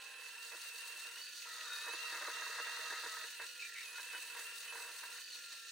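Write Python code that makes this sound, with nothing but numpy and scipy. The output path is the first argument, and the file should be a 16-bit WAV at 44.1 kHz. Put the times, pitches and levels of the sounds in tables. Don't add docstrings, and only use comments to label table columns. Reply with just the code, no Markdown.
import sys
import numpy as np
from scipy import signal
from scipy.fft import rfft, irfft, next_fast_len
from scipy.io import wavfile

SR = 44100
rng = np.random.default_rng(int(sys.argv[2]) if len(sys.argv) > 2 else 0)


def wav_record(signal):
    frames = np.transpose(np.atleast_2d(signal))
    bounded = np.clip(frames, -1, 1)
    quanta = np.round(bounded * 32767).astype(np.int16)
    wavfile.write(sys.argv[1], SR, quanta)


N = 251811
TIME = np.arange(N) / SR
FREQS = np.maximum(np.arange(N // 2 + 1) * SR / N, 1)
WHINE_CYCLES = 64
TIGHT_SPOT = 0.79

# f/Hz, base width/Hz, relative level/dB
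HEADSTOCK = [(331.5, 37, -19), (375, 34, -22), (470.8, 27.6, -2.5), (597, 49, -11), (636, 115, -14.5),
             (780, 76, -12), (953.6, 37, 3.5), (1064, 153, -5), (1129, 33, -4.5), (1244, 53, -7.5),
             (1382, 36, 1.5), (1450, 170, -0.5), (1533, 37, -5), (1629, 33, 6), (1746, 17, 5),
             (1833, 87, 3), (2002, 180, -1.5)]


def motor_speed(pull_db, coasting_db=-65.5, pulling_db=-58):
    # t/s, f/Hz
    whine_pitch = [(0.0, 2631), (0.22, 2641), (0.28, 2626), (0.34, 2769), (0.36, 2676), (0.44, 2744),
                   (0.53, 2611), (0.6, 2771), (0.68, 2735), (0.75, 2624), (0.82, 2767), (0.86, 2664),
                   (0.89, 2735), (0.99, 2684), (1.16, 2806), (1.18, 2923), (1.26, 2973), (1.45, 2784),
                   (1.64, 2699), (1.68, 2492), (1.81, 2507), (1.83, 2561), (1.89, 2551), (2.02, 2753),
                   (2.16, 2641), (2.2, 2683), (2.29, 2637), (2.33, 2736), (2.58, 2675), (2.63, 2748),
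                   (2.68, 2719), (2.78, 2753), (2.94, 2658), (2.98, 2738), (3.06, 2649), (3.09, 2771),
                   (3.24, 2701), (3.28, 2923), (3.32, 2947), (3.37, 2702), (3.42, 2618), (3.49, 2896),
                   (3.62, 2801), (3.82, 2734), (3.88, 2480), (3.94, 2561), (4.01, 2554), (4.08, 2703),
                   (4.14, 2562), (4.18, 2559), (4.2, 2665), (4.34, 2638), (4.36, 2743), (4.4, 2624),
                   (4.46, 2746), (4.63, 2781), (4.68, 2582), (4.8, 2638), (4.99, 2775), (5.07, 2695),
                   (5.11, 2792), (5.16, 2758), (5.23, 3053), (5.3, 2924), (5.45, 2789), (5.71, 2719)]
    whine_hz, = in_time(whine_pitch)
    pulling = np.clip((pull_db - coasting_db) / (pulling_db - coasting_db), 0, 1)
    wobble = .004 * drift(27.6) * pulling * (1 - .5 * load())
    return whine_hz / WHINE_CYCLES * (1 + wobble)


def whine(turns, pull_db, throb=.11, rasp=.3):
    loose = 1 - .5 * load()
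    phase = 2 * np.pi * WHINE_CYCLES * turns + .4 * loose * drift(70)
    shake = 1 + throb * np.cos(2 * np.pi * turns) + rasp * loose * drift(39)
    return np.sqrt(2) * from_db(pull_db + 1.06 * drift(9.2)) * shake * np.sin(phase)


def overtones(turns, turns_per_s):
    # cycles per turn, f/Hz, width/Hz, relative level/dB, change under load/dB
    motor_tones = [(11, 460, 70, -78, 0), (32, 1393, 66, -59.5, 1), (32, 1465, 60, -67, 0),
                   (38, 1660, 120, -66, 0), (38, 1790, 70, -63, 0), (42, 1790, 60, -61.5, 4),
                   (45, 1775, 60, -68, 15), (57, 2540, 60, -64, -10), (70, 2950, 100, -69, -10),
                   (79, 3330, 160, -80, 14), (84, 3550, 160, -77, 16), (88, 3730, 150, -70, 10),
                   (90, 3770, 110, -69, 11.5), (96, 3755, 150, -66, 18), (96, 4080, 150, -69, 9),
                   (96, 4300, 200, -62, -6), (96, 4500, 200, -65, 0), (99, 4150, 120, -65, 3),
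                   (128, 5400, 200, -68, 2), (128, 5740, 260, -63, -2), (147, 6190, 160, -71, 7),
                   (192, 8200, 560, -66, -3), (208, 8750, 400, -69, -2), (224, 9400, 400, -70, 1)]
    out = 0
    for cycles, hz, width, db, load_db in motor_tones:
        phase = cycles * (2 * np.pi * turns + .003 * drift(70))
        flutter_db = min(cycles / 20, 3) * drift(30)
        level = from_db(db - 2.2 + load_db * load() + flutter_db)
        out += level * nearness(cycles * turns_per_s, hz, width) * np.sin(phase)
    return out


def chirps(turns, turns_per_s, pull_db, damped_above_hz=10600):
    # f/Hz, width/Hz, relative level/dB
    squeals = [(10200, 760, -7.5), (11020, 110, -13)]
    cycles = 4 * WHINE_CYCLES
    pitch_hz = cycles * turns_per_s
    phase = 2 * np.pi * cycles * turns + .7 * drift(130)
    ring = sum(from_db(db) * nearness(pitch_hz, hz, width) for hz, width, db in squeals)
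    damping = .6 * load() * np.clip((pitch_hz - damped_above_hz) / 100, 0, 1)
    flicker = np.clip(.65 + .55 * drift(35), 0, 1.4)
    return np.sqrt(2) * from_db(pull_db) * (1 - damping) * flicker * ring * np.sin(phase)


def chatter(turns, turns_per_s, rise_s=.0012, fade_s=.0044, cycles_per_turn=99):
    # t/s, length/s, level/dB
    spells = [(1.215, 0.15, -40.5), (5.224, 0.28, -42)]
    loudness = 0
    for start, length, db in spells:
        since_tick_s = (turns - np.interp(start, TIME, turns)) % 1 / turns_per_s
        ticks = np.minimum(since_tick_s / rise_s, 1) * np.exp(-since_tick_s / fade_s)
        loudness += from_db(db) * np.sqrt(swell(start, length)) * ticks
    pitch_hz = cycles_per_turn * turns_per_s * (1 + .008 * drift(30))
    ring = np.sin(2 * np.pi * np.cumsum(pitch_hz) / SR + .55 * drift(200))
    return loudness * from_db(2.5 * drift(30)) * ring


def gear_mesh(turns, turns_per_s, strain_db, teeth=15):
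    # multiple of the tooth rate, f/Hz, width/Hz, relative level/dB
    mesh_tones = [(1, 645, 60, -15), (2, 1275, 150, 1), (3, 1930, 170, 1.5)]
    phase = 2 * np.pi * teeth * turns + .22 * drift(110)
    tones = 0
    for multiple, hz, width, db in mesh_tones:
        rough = 1 + .45 / multiple * drift(60)
        ring = nearness(multiple * teeth * turns_per_s, hz, width)
        tones += from_db(db + 2.4 * drift(25)) * rough * ring * np.sin(multiple * phase)
    return np.sqrt(2) * load() * from_db(-61 + .31 * strain_db) * tones


def rattle(turns, strain_db, easy_running_db=-61.5):
    angle = 2 * np.pi * turns
    pulses = from_db(2.4 * np.cos(angle) + 2 * np.cos(3 * angle))
    force = grains(per_s=1500, spread_db=1.8) * pulses
    level = from_db(easy_running_db + strain_db + .73 * drift(17))
    return level * ring_metal(force, HEADSTOCK, broaden=1.63)


def clatter():
    # t/s, length/s, thud level/dB, ring level/dB
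    bursts = [(0.523, 0.043, -54, -56), (1.874, 0.045, -47.5, -58), (1.93, 0.032, -54, -53),
              (2.141, 0.072, -52, -50), (2.207, 0.056, -47, -66), (2.274, 0.055, -47.5, -66),
              (2.582, 0.039, -50.5, -51), (2.66, 0.042, -53.5, -47), (2.79, 0.018, -54, -65),
              (2.912, 0.1, -60, -53), (3.034, 0.051, -50.5, -56), (3.235, 0.023, -58, -53),
              (3.393, 0.078, -60, -48), (3.983, 0.043, -69, -53), (4.129, 0.079, -58, -56),
              (4.353, 0.15, -59.5, -54.5), (4.722, 0.29, -56, -72), (5.027, 0.05, -63, -54),
              (5.345, 0.05, -67.5, -72), (5.517, 0.064, -66, -67)]
    thud = ring_metal(grains(per_s=1700, spread_db=1), HEADSTOCK, broaden=1.37)
    thud = rms_one(cut_off(thud, 350, "low", order=1))
    ring = ring_metal(grains(per_s=3000, spread_db=-2), HEADSTOCK, broaden=2.4)
    ring = rms_one(cut_off(ring, 1600, "high", order=1))
    return sum(swell(start, length) ** .88 * (from_db(thud_db) * thud + from_db(ring_db) * ring)
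               for start, length, thud_db, ring_db in bursts)


def knocks(thud_below_hz=750):
    # t/s, relative thud level/dB, relative ring level/dB
    strikes = [(0.517, -64, -51), (0.543, -57.5, -65), (1.456, -74, -57), (1.589, -79, -54),
               (1.865, -58, -46), (1.887, -55, -52), (1.936, -55, -48), (2.124, -59, -45),
               (2.148, -66, -45.5), (2.223, -53.5, -47), (2.282, -51, -46), (2.42, -70, -43),
               (2.465, -63, -42), (2.496, -55, -50), (2.589, -62.5, -49), (2.599, -52, -43),
               (2.695, -71, -44), (2.904, -61, -40), (2.922, -50.5, -44), (3.062, -50.5, -45.5),
               (3.168, -72, -47), (3.243, -57.5, -56), (3.398, -56, -48), (3.413, -62, -50),
               (3.982, -69, -46.5), (3.993, -69, -49), (4.133, -69, -56), (4.15, -70, -48),
               (4.35, -67, -49), (4.391, -59.5, -50), (4.724, -64, -48.5), (4.755, -62, -49),
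               (4.778, -65, -49), (5.035, -63, -51)]
    out, age = np.zeros(N + SR), TIME[:SR // 10]
    hz, width, db = np.transpose(HEADSTOCK)[:, :, None]
    low = hz[:, 0] < thud_below_hz
    for start, thud_db, ring_db in strikes:
        at = int(start * SR)
        strength = from_db(db) * np.sqrt(width) * rng.standard_normal(hz.shape)
        notes = strength * np.exp(-np.pi * .9 * width * age) * np.cos(2 * np.pi * hz * age)
        thud, ring = notes[low].sum(0), notes[~low].sum(0)
        for part, level_db in ((thud, thud_db), (ring, ring_db)):
            first_10_ms = part[:SR // 100]
            out[at:at + len(age)] += from_db(level_db - 3.5) * part / np.std(first_10_ms)
    return out[:N]


def cutting(turns, motor_turns_per_bar_turn=8, high_spot=.34):
    # t/s, relative hiss level/dB, relative sizzle level/dB
    cut_levels = [(0.0, -58, -62.5), (0.33, -57.5, -60.5), (0.48, -53.5, -55.5), (1.1, -54, -56),
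                  (1.4, -52.5, -58), (1.75, -50, -55), (3.15, -49.5, -55), (3.35, -53.5, -56.5),
                  (3.72, -53, -59.5), (4.03, -53, -55), (5.1, -53.5, -55), (5.3, -53.5, -59),
                  (5.71, -53, -60)]
    # f/Hz, relative level/dB
    hiss_colour = [(1800, -12), (2300, -20), (2700, -12), (3250, -12), (3600, -3.5), (4700, -3),
                   (5150, -5.5), (5700, -7.5), (6700, -4), (7400, -13.5), (9500, -50.5)]
    # f/Hz, relative level/dB
    sizzle_colour = [(5000, -35), (7500, -9.5), (8200, -2.5), (9100, -5.5), (9700, -4.5), (10800, -7.5),
                     (11300, -17), (12200, -15), (13100, -10.5), (15000, -11.5), (16000, -8)]
    # f/Hz, width/Hz, boost/dB
    tool_resonances = [(3200, 250, -3), (3770, 100, 7), (4150, 130, 7), (4270, 60, -6), (4370, 55, 6),
                       (4500, 70, 3), (4640, 110, 5), (5000, 100, -6), (5200, 130, -5), (5430, 100, 4),
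                       (5900, 70, 3), (6180, 160, 5), (6550, 120, -5), (6750, 100, 4), (7380, 200, -3),
                       (7920, 90, 8.5), (8080, 90, -4), (8350, 160, 6.5), (8950, 130, 6), (9700, 200, -4),
                       (13250, 170, 5), (14200, 120, 9.5), (15080, 140, 7)]
    hiss_db, sizzle_db = in_time(cut_levels)
    angle = 2 * np.pi * (turns - TIGHT_SPOT)
    bar_angle = 2 * np.pi * (turns / motor_turns_per_bar_turn - high_spot)
    off_centre_db = 1.75 * np.cos(bar_angle) + 1.2 * drift(33)
    off_centre_db *= 1 - .82 * load()
    pressure = from_db(1.55 * np.cos(angle) + np.cos(2 * angle) + off_centre_db)
    ringing_db = sum(db / (1 + (2 * (FREQS - hz) / width) ** 2) for hz, width, db in tool_resonances)
    slips = pressure * grains(per_s=12000, spread_db=3)
    hiss = rms_one(colour(slips, per_hz(hiss_colour) + ringing_db))
    fine_slips = pressure ** .8 * rng.standard_normal(N)
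    sizzle = rms_one(colour(fine_slips, per_hz(sizzle_colour) + ringing_db))
    flicker_db = .93 * drift(25)
    return from_db(hiss_db - 1.43) * hiss + from_db(sizzle_db - .73 + flicker_db) * sizzle


def swarf():
    # t/s, length/s, f/Hz, base width/Hz, level/dB
    scrapes = [(1.637, 0.29, 1430, 120, -52), (3.252, 0.1, 1750, 120, -56.5),
               (3.594, 0.077, 2604, 200, -49), (3.616, 0.074, 2375, 70, -51),
               (3.626, 0.25, 1830, 180, -57.5), (3.752, 0.11, 2120, 540, -49), (3.95, 0.06, 1430, 45, -51),
               (4.132, 0.055, 1490, 110, -51), (3.938, 0.1, 2970, 90, -61), (4.133, 0.078, 2980, 40, -53),
               (4.675, 0.041, 3010, 70, -53.5)]
    out = 0
    for start, length, hz, width, db in scrapes:
        catches = grains(per_s=2500, spread_db=4)
        out += from_db(db) * swell(start, length) ** .67 * rms_one(resonate(catches, hz, 1.3 * width))
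    return out


def bearings(turns, throb_db=1.5):
    # t/s, level/dB
    whirr_levels = [(0.0, -56.5), (0.35, -59), (1.1, -57), (1.35, -58.5), (1.7, -55.5), (3.15, -57),
                    (3.35, -56.5), (3.7, -59), (4.1, -55.5), (5.1, -58), (5.71, -59.5)]
    # f/Hz, base width/Hz, relative level/dB
    resonances = [(342.5, 76, -19.5), (497, 37, -10.5), (605, 31, -15.5), (994, 57, -18.5), (1401, 17, 0),
                  (1430, 110, -5), (1647, 69, -5.5), (1772, 89, 0.5), (1968, 163, -5.5), (2330, 51, -7),
                  (2597, 200, 2), (2960, 46, -2.5), (3126, 460, -6.5)]
    level_db, = in_time(whirr_levels)
    throb = from_db(throb_db * np.cos(2 * np.pi * (turns - TIGHT_SPOT)))
    force = grains(per_s=2200, spread_db=3) * throb
    return from_db(level_db) * ring_metal(force, resonances, broaden=1.46)


def opening_tones(fade_s=.42):
    # f/Hz, starting level/dB
    tones = [(580, -78), (775, -77), (825, -75), (1055, -67), (1605, -68), (1632, -66), (2480, -69),
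             (2812, -68)]
    fade = np.clip(1 - TIME / fade_s, 0, 1)
    chord = sum(from_db(db) * np.sin(2 * np.pi * hz * TIME + .7 * drift(25)) for hz, db in tones)
    return np.sqrt(2) * fade * chord


def glides():
    # t/s, length/s, first f/Hz, last f/Hz, level/dB
    tones = [(3.52, 0.36, 475, 380, -80.5), (4.42, 0.24, 460, 385, -78)]
    out = 0
    for start, length, from_hz, to_hz, db in tones:
        pitch_hz = np.interp(TIME, [start, start + length], [from_hz, to_hz])
        phase = 2 * np.pi * np.cumsum(pitch_hz) / SR + .3 * drift(40)
        out += from_db(db) * np.sqrt(2 * swell(start, length)) * np.sin(phase)
    return out


def rumble(level_db=-83.5):
    # f/Hz, relative level/dB
    rumble_colour = [(20, -33), (60, -20), (100, -18), (150, -9), (200, -4.5), (240, -7), (275, -11),
                     (330, 4.5), (500, -18.5)]
    level = from_db(level_db + 1.5 * drift(6))
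    return level * rms_one(colour(rng.standard_normal(N), per_hz(rumble_colour)))


def workshop(x, echo_s=.13):
    # f/Hz, level/dB
    echo_colour = [(60, -13), (110, -21), (200, -14), (380, -16), (700, -10.5), (1290, -25), (2380, -8),
                   (4400, -5.5), (8120, -3), (15000, -0.5)]
    # f/Hz, level/dB
    balance = [(60, 1), (110, -5), (200, -1), (380, -1.5), (700, -2.5), (1290, -0.2), (2380, -3),
               (4400, -1.5), (8120, -0.7), (15000, 1)]
    age = TIME[:SR // 3]
    echoes = rng.standard_normal(len(age)) * from_db(-60 * age / echo_s) * (age > .002)
    reflected = signal.fftconvolve(x, echoes / np.linalg.norm(echoes))[:N]
    side = colour(reflected, per_hz(echo_colour))
    lean_db = per_hz(balance) / 2
    return np.array([colour(x + side, lean_db), colour(x - side, -lean_db)])


def load(from_s=1.43, to_s=3.29, bite_s=.061):
    return np.clip(np.minimum(TIME - from_s, to_s - TIME) / bite_s, 0, 1)


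def grains(per_s, spread_db):
    sizes = from_db(spread_db * np.minimum(rng.exponential(1, N), 4)) * rng.choice([-1, 1], N)
    return rms_one(sizes * (rng.random(N) < per_s / SR))


def ring_metal(force, resonances, broaden):
    return rms_one(sum(from_db(db) * resonate(force * rng.standard_normal(N), hz, width * broaden)
                       for hz, width, db in resonances))


def resonate(x, hz, width_hz):
    r = np.exp(-np.pi * width_hz / SR)
    gain = (1 - r * r) / 2
    section = [gain, 0, -gain, 1, -2 * r * np.cos(2 * np.pi * hz / SR), r * r]
    return signal.sosfilt([section, section], x + 1e-18)


def nearness(hz, centre_hz, width_hz):
    return 1 / np.sqrt(1 + (2 * (hz - centre_hz) / width_hz) ** 4)


def swell(start, length):
    progress = np.clip((TIME - start) / length, 0, 1)
    return np.abs(np.sin(np.pi * progress ** .39))


def drift(rate_hz):
    step = 16
    size = next_fast_len(N // step + 2)
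    hz = np.arange(size // 2 + 1) * SR / step / size
    slow = irfft(rfft(rng.standard_normal(size)) / (1 + (hz / rate_hz) ** 2), size)
    return np.interp(TIME, np.arange(size) * step / SR, rms_one(slow))


def in_time(rows):
    times, *columns = np.transpose(rows)
    return [np.interp(TIME, times, column) for column in columns]


def per_hz(points):
    hz, db = np.transpose(points)
    return np.interp(np.log(FREQS), np.log(hz), db)


def colour(x, gain_db):
    return irfft(rfft(x) * from_db(gain_db), N)


def cut_off(x, hz, keep, order):
    return signal.sosfilt(signal.butter(order, hz, keep, fs=SR, output="sos"), x)


def from_db(db):
    return 10 ** (np.asarray(db) / 20)


def rms_one(x):
    return x / np.sqrt(np.mean(x ** 2) + 1e-20)


def scene():
    # t/s, level/dB
    pull = [(0.0, -62.5), (0.33, -58.5), (1.08, -56), (1.19, -58), (1.28, -69), (1.6, -64.5), (1.71, -63),
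            (1.77, -56), (1.88, -51.5), (2.1, -54.5), (2.55, -54), (3.05, -56), (3.13, -60), (3.3, -63.5),
            (3.41, -54), (3.5, -65), (3.8, -65), (3.88, -56), (4.47, -55.5), (4.6, -59.5), (4.66, -60.5),
            (4.68, -52.5), (4.82, -55), (4.9, -60), (5.15, -60), (5.26, -68), (5.71, -65)]
    # t/s, level/dB
    strain = [(0.0, -5.5), (0.25, 0), (1.2, 2.5), (1.245, -10), (1.448, -18), (1.458, 0.5), (2.05, 7),
              (2.35, 11), (2.9, 9.5), (3.2, 4.5), (3.3, -2), (3.55, -12), (3.8, -9.5), (3.88, 0), (4.4, 3),
              (4.58, 0.5), (4.79, 6.5), (4.95, 2), (5.19, 2.5), (5.225, -17), (5.71, -30)]
    pull_db, = in_time(pull)
    strain_db, = in_time(strain)
    turns_per_s = motor_speed(pull_db)
    turns = np.cumsum(turns_per_s) / SR
    tones = whine(turns, pull_db) + overtones(turns, turns_per_s) + chirps(turns, turns_per_s, pull_db)
    motor = tones + chatter(turns, turns_per_s) + bearings(turns)
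    faint_tones = opening_tones() + glides()
    growl = gear_mesh(turns, turns_per_s, strain_db)
    impacts = cut_off(rattle(turns, strain_db) + clatter() + knocks(), 270, "high", order=8)
    tool = cut_off(cutting(turns) + swarf(), 1270, "high", order=4)
    return workshop(motor + growl + impacts + tool + faint_tones + rumble())


def record(dry):
    return signal.sosfilt(signal.ellip(12, .1, 80, 15800, fs=SR, output="sos"), dry)


dry = scene()
out = record(dry)
wav_record(out)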